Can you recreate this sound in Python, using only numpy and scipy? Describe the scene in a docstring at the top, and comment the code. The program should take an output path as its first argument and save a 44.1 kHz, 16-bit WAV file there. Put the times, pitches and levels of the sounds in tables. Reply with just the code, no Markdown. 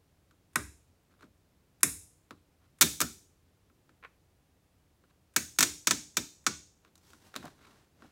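"""Plastic clips and a zip tie on a car panel

Two clips pop through rubber grommets, then a zip tie is pulled tight in short tugs on a car's rear panel.
Each snap is a noise burst shaped by the part's resonances, with a sinking panel thud and a quiet garage's echo.
The tighter the tie, the duller its teeth and the longer they ring. Taps, scuffs and a creak fall in between;
near the end filtered noise rubs like a sleeve and the forearm bumps the panel, over faint rumble and hiss."""
import sys
import numpy as np
from scipy import signal
from scipy.fft import rfft, irfft
from scipy.io import wavfile
from scipy.ndimage import uniform_filter1d, map_coordinates

SR = 44100
rng = np.random.default_rng(int(sys.argv[2]) if len(sys.argv) > 2 else 0)


def waveform_to_disk(signal):
    """Save audio, clipped to [-1, 1], as 16-bit WAV at the path in sys.argv[1]."""
    frames = np.transpose(np.atleast_2d(signal))
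    scaled = np.clip(frames, -1, 1) * 32767
    samples = np.round(scaled).astype(np.int16)
    wavfile.write(sys.argv[1], SR, samples)


N = 357650
T = np.arange(32768) / SR  # time axis of one burst, s
HZ = np.fft.rfftfreq(len(T), 1 / SR)


def amp(db):
    """Amplitude of a level in dB."""
    return 10 ** (np.asarray(db) / 20)


def unit(x):
    """x at rms 1."""
    return x / np.sqrt(np.mean(x ** 2) + 1e-20)


def blow(x):
    """x with the energy of one millisecond at full scale."""
    return x / np.linalg.norm(x) * np.sqrt(SR / 1000)


def along(points, hz):
    """Interpolate (f/Hz, value) points on a log frequency axis."""
    f, v = np.transpose(points)
    return np.interp(np.log(hz + 1), np.log(f + 1), v)


def shelf(hz, low_hz, high_hz, db):
    """Treble shelf in dB: 0 below low_hz, db above high_hz."""
    return along([(low_hz, 0), (high_hz, db)], hz)


def lift(hz, width_hz, db):
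    """Gain of one resonance standing db above its surroundings."""
    return amp(db / (1 + (2 * (HZ - hz) / width_hz) ** 2))


def resonances(modes):
    """Gain of overlapping resonances, their powers summed."""
    power = 0
    for hz, width_hz, db in modes:
        detuning = (HZ ** 2 - hz ** 2) / (1.5 * width_hz * (HZ + 1))
        power = power + amp(db) ** 2 / (1 + detuning ** 2) ** 1.5
    return np.sqrt(power)


def wobble(rate_hz):
    """Smooth random curve with rate_hz knots a second."""
    knots = rng.standard_normal(int(N * rate_hz / SR) + 4)
    return map_coordinates(knots, [np.arange(N) * rate_hz / SR])


def noise(spectrum):
    """Steady coloured noise of rms 1."""
    gain = amp(along(spectrum, np.fft.rfftfreq(N, 1 / SR)))
    return unit(irfft(rfft(rng.standard_normal(N)) * gain, N))


def dying(t60s):
    """Noise in which each frequency dies at its own speed."""
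    hz, t, z = signal.stft(rng.standard_normal(len(T)), SR, nperseg=256)
    decay = amp(-60 * t / along(t60s, hz)[:, None])
    return signal.istft(z * decay, SR, nperseg=256)[1][:len(T)]


def voiced(x, gain, size):
    """Causally give a burst the spectrum gain, keeping its ripple within size bins."""
    own = np.sqrt(np.abs(uniform_filter1d(np.abs(rfft(x)) ** 2, size)) + 1e-12)
    cepstrum = irfft(np.log(np.maximum(gain / own, 1e-6)))
    # folding the cepstrum makes the filter minimum-phase
    half = len(T) // 2
    cepstrum[1:half] *= 2
    cepstrum[half + 1:] = 0
    return blow(irfft(rfft(x) * np.exp(rfft(cepstrum))))


def add(track, s, x):
    """Mix x into the track from time s."""
    part = track[round(s * SR):][:len(x)]
    part += x[:len(part)]


def strokes(rows):
    """Gaussian swells that rise and fade smoothly: (middle t/s, level/dB, half length/s)."""
    t = np.arange(N) / SR
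    return sum(amp(db) * np.exp(-((t - s) / half_s) ** 2) for s, db, half_s in rows)


def crack(gain, t60, rattle_db, rattle_t60=0.069, damping_hz=10000):
    """A sudden release: a hard front, then duller scatter between the nearby parts."""
    front, scatter = rng.standard_normal((2, len(T)))
    scatter = irfft(rfft(scatter) / np.sqrt(1 + (HZ / damping_hz) ** 4))
    front = front * amp(-60 * T / max(t60, .002))
    scatter = scatter * amp(rattle_db - 60 * T / rattle_t60)
    return voiced(front + scatter, gain, size=260)


# decay by frequency: f/Hz, t60/s
GARAGE_DECAY = [(200, 0.92), (1200, 0.2447), (2500, 0.35), (7000, 0.4935), (10000, 0.44), (15000, 0.39)]
# colour of the walls' answer: f/Hz, level/dB
GARAGE_COLOUR = [(300, -12), (1200, -2.5), (2200, -1.5), (4000, -0.5), (7000, -2), (10000, -1.5),
                 (15000, -4)]


def garage(x, room_db, build_up_s=0.0022):
    """The walls' diffuse answer to x: decaying noise that builds up first."""
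    tail = dying(GARAGE_DECAY) * (1 - np.exp(-(T / build_up_s) ** 2))
    tail = tail / np.linalg.norm(tail)
    return irfft(rfft(x) * rfft(tail) * amp(room_db + along(GARAGE_COLOUR, HZ)))


def click(gain, t60, room_db, rattle_db, seat=1):
    """Direct crack plus the room, which gathers all directions and so evens out narrow resonances."""
    all_round = np.sqrt(np.abs(uniform_filter1d(gain ** 2, size=180)))
    # narrow peaks and dips of the part's seat colour every direction alike
    direct = crack(gain * seat, t60, rattle_db)
    return direct + garage(crack(all_round * seat, t60 / 2, rattle_db - 9.5), room_db)


# the panel's bending wave: f/Hz, density/(dB per Hz)
THUMP_SPECTRUM = [(30, -39.5), (50, -15), (70, -1.5), (110, -4), (170, -1.5), (240, 2), (330, 0.5),
                  (480, -9.5), (640, -12.5), (850, -22), (1500, -49)]
# its decay: f/Hz, t60/s
THUMP_DECAY = [(70, 0.51), (150, 0.25), (300, 0.11), (600, 0.18)]
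# low panel modes that ring on: f/Hz, mean level/dB, t60/s
HUM_MODES = [(159, -7.5, 0.46), (207, -2.5, 0.14), (250, 1, 0.059), (297.4, 0, 0.4), (335, -7, .2),
             (599, -10, 0.15)]


def thump(boom_db=0, lag_at_100_hz_s=0.017, ring_db=-11):
    """Bending waves are slower the lower they are, so the thud sinks in pitch; low modes ring on."""
    spectrum = amp(along(THUMP_SPECTRUM, HZ) + along([(85, boom_db), (180, 0.0011)], HZ))
    wave = voiced(dying(THUMP_DECAY), spectrum, size=45)
    ring = 0
    for hz, db, t60 in HUM_MODES:
        decay = amp(db + rng.normal(0, 0.87) - 60 * T / t60)
        ring = ring + decay * np.sin(2 * np.pi * (hz * T + rng.random()))
    wave = wave + amp(ring_db) * blow(ring * (1 - np.exp(-T / 0.0082)))
    lag_s = lag_at_100_hz_s * (100 / np.maximum(HZ, 60)) ** 1.6
    # phase is the running sum of the delay over frequency
    return irfft(rfft(wave) * np.exp(-2j * np.pi * np.cumsum(lag_s) * HZ[1]))


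def snaps(rows, seat, room_db, thump_db, rattle_db, yield_db=-31, yield_s=0.0016):
    """The plastic yields, then snaps; every snap kicks the panel equally hard."""
    track = np.zeros(N)
    for s, db, gain, t60, boom_db in rows:
        add(track, s - yield_s, amp(db + yield_db) * crack(gain, t60, rattle_db))
        add(track, s, amp(db) * click(gain, t60, room_db, rattle_db, seat))
        add(track, s, amp(thump_db) * thump(boom_db))
    return track


# background: f/Hz, density/(dB per Hz)
AIR_SPECTRUM = [(12, -45.5), (20, -21), (86, -2.5), (120, -9), (193, -11.5), (216, -17), (255, -13.5),
                (527, -20), (678, -22.5), (849, -24), (923, -25.5), (1260, -27.5), (1400, -28.5),
                (16000, -39)]


def air(level_db=-68.5):
    """The garage's faint rumble and hiss: steady coloured noise."""
    return amp(level_db) * noise(AIR_SPECTRUM)


# fingers and loose tie ends on the panel: t/s, level/dB, hardness as treble/dB, favoured f/Hz
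TAP_EVENTS = [(0.31, -54.5, 5, 1500), (1.209, -51.5, 3, 1400), (1.230, -48, -13.5, 1620),
              (2.308, -36, -0.5, 1160), (3.699, -59, -8, 1300), (3.893, -53, -1.5, 1597),
              (5.038, -57.5, -5, 1452), (6.849, -51.5, 1, 2700), (6.955, -50.5, 20, 4070),
              (6.978, -55, 19, 5960), (7.104, -52.5, 14.5, 3020), (7.133, -45.5, 6, 1480),
              (7.355, -36, 3, 2110), (7.362, -26, 9.5, 3850), (7.428, -42.5, -3, 1660),
              (7.454, -43.5, 17, 1410), (8.0219, -45, -7, 1370)]
# resonances of the tapped panel: f/Hz, width/Hz, level/dB
PANEL_RESONANCES = [(452, 280, -2), (1066, 110, 3), (1336, 300, 4), (1820, 240, -7.5), (2400, 570, -6.5),
                    (3790, 840, -8), (6350, 2800, -16.5), (13000, 6600, -28)]


def taps(thump_db=-2, thump_loss_db_per_db=0.52, room_db=-11, lift_db=7):
    """Soft fingers knock dully, hard tie ends tick: the harder the contact, the less the panel thumps."""
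    track, body = np.zeros(N), resonances(PANEL_RESONANCES)
    for s, db, treble_db, hz in TAP_EVENTS:
        tone = amp(shelf(HZ, 2200, 7200, treble_db)) * lift(hz, 0.22 * hz, lift_db)
        add(track, s, amp(db) * click(body * tone, t60=.016, room_db=room_db, rattle_db=-13.0))
        add(track, s, amp(db + thump_db - thump_loss_db_per_db * treble_db) * thump())
    return track


def strain(lead_s=0.025, below_db=-47, t60=.04):
    """The plastic crackles faintly as it takes the load, just before a pop or a tug."""
    track, body = np.zeros(N), resonances(CLIP_RESONANCES)
    for s, db, *_ in [*CLIP_POPS, *TIE_TUGS]:
        add(track, s - lead_s, amp(db + below_db) * crack(body, t60, rattle_db=-10.5))
    return track


# clips popping home: t/s, level/dB, brightness/(dB per octave), panel boom/dB, favoured f/Hz
CLIP_POPS = [(0.558, -12.5, -3, 5.5, 1746), (1.8321, -5.5, 3, 2.5, 2420)]
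# resonances of a clip: f/Hz, width/Hz, level/dB
CLIP_RESONANCES = [(1070, 120, -2), (1310, 190, -3), (1540, 200, 0), (1879, 200, -2.5), (2210, 170, -5),
                   (2520, 330, -5), (3680, 410, -7.5), (5370, 670, -9), (6890, 770, -5.5), (8300, 1400, -7),
                   (9800, 1400, -5.5), (11300, 1100, -12), (14300, 2500, -18.5)]
# antiresonances of a clip in its grommet: f/Hz, width/Hz, level/dB
GROMMET_DIPS = [(675, 120, -2.5), (3110, 860, -8), (4530, 550, -3)]


def clips(ring_t60=.0135, lift_db=2.5):
    """Each clip pops through its grommet, duller or brighter, and favours one resonance."""
    grommet = np.prod([lift(hz, width_hz, db) for hz, width_hz, db in GROMMET_DIPS], axis=0)
    body = resonances(CLIP_RESONANCES)
    octaves = np.log2(np.clip(HZ, 1500, 10000) / 4000)
    pops = []
    for s, db, tilt_db, boom_db, hz in CLIP_POPS:
        gain = body * amp(tilt_db * octaves) * lift(hz, 0.17 * hz, lift_db)
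        pops.append((s, db, gain, ring_t60, boom_db))
    return snaps(pops, grommet, room_db=-8.5, thump_db=-23, rattle_db=-15)


# hand sliding on the panel: middle t/s, level/dB, half length/s
SCUFF_STROKES = [(1.13, -72, 0.03), (1.229, -62.5, 0.029), (2.64, -73, 0.031), (5.105, -70.5, 0.013),
                 (6.872, -68, 0.029), (7.343, -50, 0.004), (7.472, -58.5, 0.032), (7.657, -62, 0.075),
                 (8.055, -70, 0.031)]


def scuffs(grain_db=4, boom_db=-7):
    """Skin sticks and slips on the plastic, stirring the panel's resonances and its low boom."""
    panel_db = 20 * np.log10(resonances(PANEL_RESONANCES) + 1e-6)
    rub = noise(np.column_stack([HZ, panel_db]))
    grainy = unit(rub * amp(grain_db * wobble(250)))
    return strokes(SCUFF_STROKES) * (grainy + amp(boom_db) * noise(THUMP_SPECTRUM))


# tugs: t/s, level/dB, teeth, tooth spacing/s, growth/(dB per tooth), favoured f/Hz, its lift/dB
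TIE_TUGS = [(2.8114, -6.5, 4, .0046, -1, 3690, 5), (3.0042, -15.5, 2, .0101, 2.5, 1280, 8.5),
            (5.3634, -9.5, 1, 0, 0, 1680, 5.5), (5.5873, -10, 3, 0.02, 0.94, 2280, 0.5),
            (5.8713, -9.5, 2, .038, -0.4, 980, 1.5), (6.1698, -12.5, 1, 0, -2, 14000, 8),
            (6.4659, -11, 1, 0, 1, 1262, 8.5)]
# resonances of the tie in its mount: f/Hz, width/Hz, level/dB
TIE_RESONANCES = [(680, 89, -10), (986, 37, -2.5), (1270, 510, -5.5), (1440, 270, -2), (1880, 82, -4),
                  (2264, 160, -1), (2420, 290, -6), (3678, 1400, -5), (5000, 1500, -6), (5830, 570, -3),
                  (6752, 830, -1.5), (7930, 2200, -4.5), (10500, 3300, -15.5), (14600, 2300, -10.5)]
# narrow resonances of the mount, same at every tooth: f/Hz, lift/dB
MOUNT_PEAKS = [(1310, 4), (1453, 2.5), (1611, 3), (1770, 7.5), (2602, 3.5), (3622, 6.5), (3924, -1.5),
               (5374, 4.5), (5669, 3.5), (6081, 6), (6529, 5.5), (6905, 5.5), (7949, 7), (8298, 3.5),
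               (9066, 1.5), (11361, 8.5)]
SLACK_SIZZLE_DB, TIGHT_SIZZLE_DB = 6.5, -9.5  # treble shelf of a tooth's click
SLACK_T60_S, TIGHT_T60_S = .021, 0.037


def tie(stiffening=1.8, boom_db=-3.5):
    """Tugs drag evenly spaced teeth past the pawl; each tightens the tie, which dulls and rings longer."""
    mount = np.prod([lift(hz, 55, db) for hz, db in MOUNT_PEAKS], axis=0)
    teeth = []
    for s, db, count, gap_s, growth_db, hz, lift_db in TIE_TUGS:
        favoured = lift(hz, .24 * hz, lift_db)
        for k in range(round(count)):
            teeth.append((s + k * gap_s, db + k * growth_db, favoured))
    tightness = np.linspace(0, 1, len(teeth)) ** stiffening
    body, rows = resonances(TIE_RESONANCES), []
    for (s, db, favoured), tight in zip(teeth, tightness):
        sizzle_db = SLACK_SIZZLE_DB + tight * (TIGHT_SIZZLE_DB - SLACK_SIZZLE_DB)
        t60 = SLACK_T60_S + tight * (TIGHT_T60_S - SLACK_T60_S)
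        gain = body * favoured * amp(shelf(HZ, 6800, 12000, sizzle_db))
        rows.append((s, db, gain, t60, boom_db))
    return snaps(rows, mount, room_db=-9.0, thump_db=-24.0, rattle_db=-10.5)


def creak(start_s=4.0272, gap_s=.0103, first_db=-46, growth_db=5, count=3,
          wood_hz=2200, lift_db=9, treble_db=-14):
    """A clip sticks and slips in the rubber: a quick, growing run of woody ticks."""
    track = np.zeros(N)
    body = resonances(PANEL_RESONANCES) * lift(wood_hz, 1300, lift_db)
    body = body * amp(shelf(HZ, 2750, 6700, treble_db))
    for k in range(count):
        tick = click(body, t60=0.029, room_db=-12, rattle_db=-10.5)
        add(track, start_s + k * gap_s, amp(first_db + k * growth_db) * tick)
    return track


# sleeve strokes: middle t/s, level/dB, half length/s, treble/dB
SLEEVE_STROKES = [(7.109, -63.5, 0.098, 7.5), (7.259, -61, 0.052, 3), (7.424, -58.5, 0.097, -1),
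                  (7.706, -64.5, 0.16, -1.5), (8.038, -62.5, 0.069, -4)]
# cloth rub: f/Hz, density/(dB per Hz)
CLOTH_SPECTRUM = [(59, -58), (100, -4.5), (114, -2.5), (289, -1.5), (570, -7), (1150, -7.5), (1250, -11),
                  (1450, -7.5), (2320, -15), (5530, -16), (16000, -29)]


def sleeve(grain_db=2, catch_db=0.5, room_db=-3):
    """Cloth catches and slips as it slides; the room softens the rub."""
    rub = np.zeros(N)
    for s, db, half_s, treble_db in SLEEVE_STROKES:
        cloth = noise([(hz, level + shelf(hz, 1900, 8000, treble_db)) for hz, level in CLOTH_SPECTRUM])
        rub += strokes([(s, db, half_s)]) * cloth
    rub = rub * unit(amp(grain_db * wobble(150) + catch_db * wobble(35)))
    walls = garage(signal.unit_impulse(len(T)), room_db)
    return (rub + signal.fftconvolve(rub, walls)[:N]) / np.sqrt(1 + amp(room_db) ** 2)


# forearm against the panel: t/s, level/dB
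FOREARM_BUMPS = [(7.366, -44), (7.442, -34), (7.456, -33.5), (8.046, -46.5)]
# the hollow it stirs: f/Hz, width/Hz, level/dB
HOLLOW_RESONANCES = [(154.4, 29, 2), (276, 41, 2.5), (670, 170, -2.5), (890, 250, -11), (1600, 280, -15)]


def bumps():
    """The forearm knocks the panel: a soft, hollow contact."""
    track, body = np.zeros(N), resonances(HOLLOW_RESONANCES)
    for s, db in FOREARM_BUMPS:
        add(track, s, amp(db) * click(body, t60=0.071, room_db=-8.5, rattle_db=-10))
    return track


def scene():
    """Clips, tie and handling noises over the garage's background, in mono."""
    snapping = clips() + tie() + strain()
    handling = taps() + creak() + bumps() + scuffs() + sleeve()
    return (snapping + handling + air())[None]


def record(dry, ceiling=1.0, top_hz=16000):
    """Round the highest peaks softly, then cut steeply above top_hz."""
    rounded = dry / (1 + (dry / ceiling) ** 4) ** (1 / 4)
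    low_pass = 1 / (1 + (np.fft.rfftfreq(N, 1 / SR) / top_hz) ** 120)
    return irfft(rfft(rounded) * low_pass, N)


dry = scene()
out = record(dry)
waveform_to_disk(out)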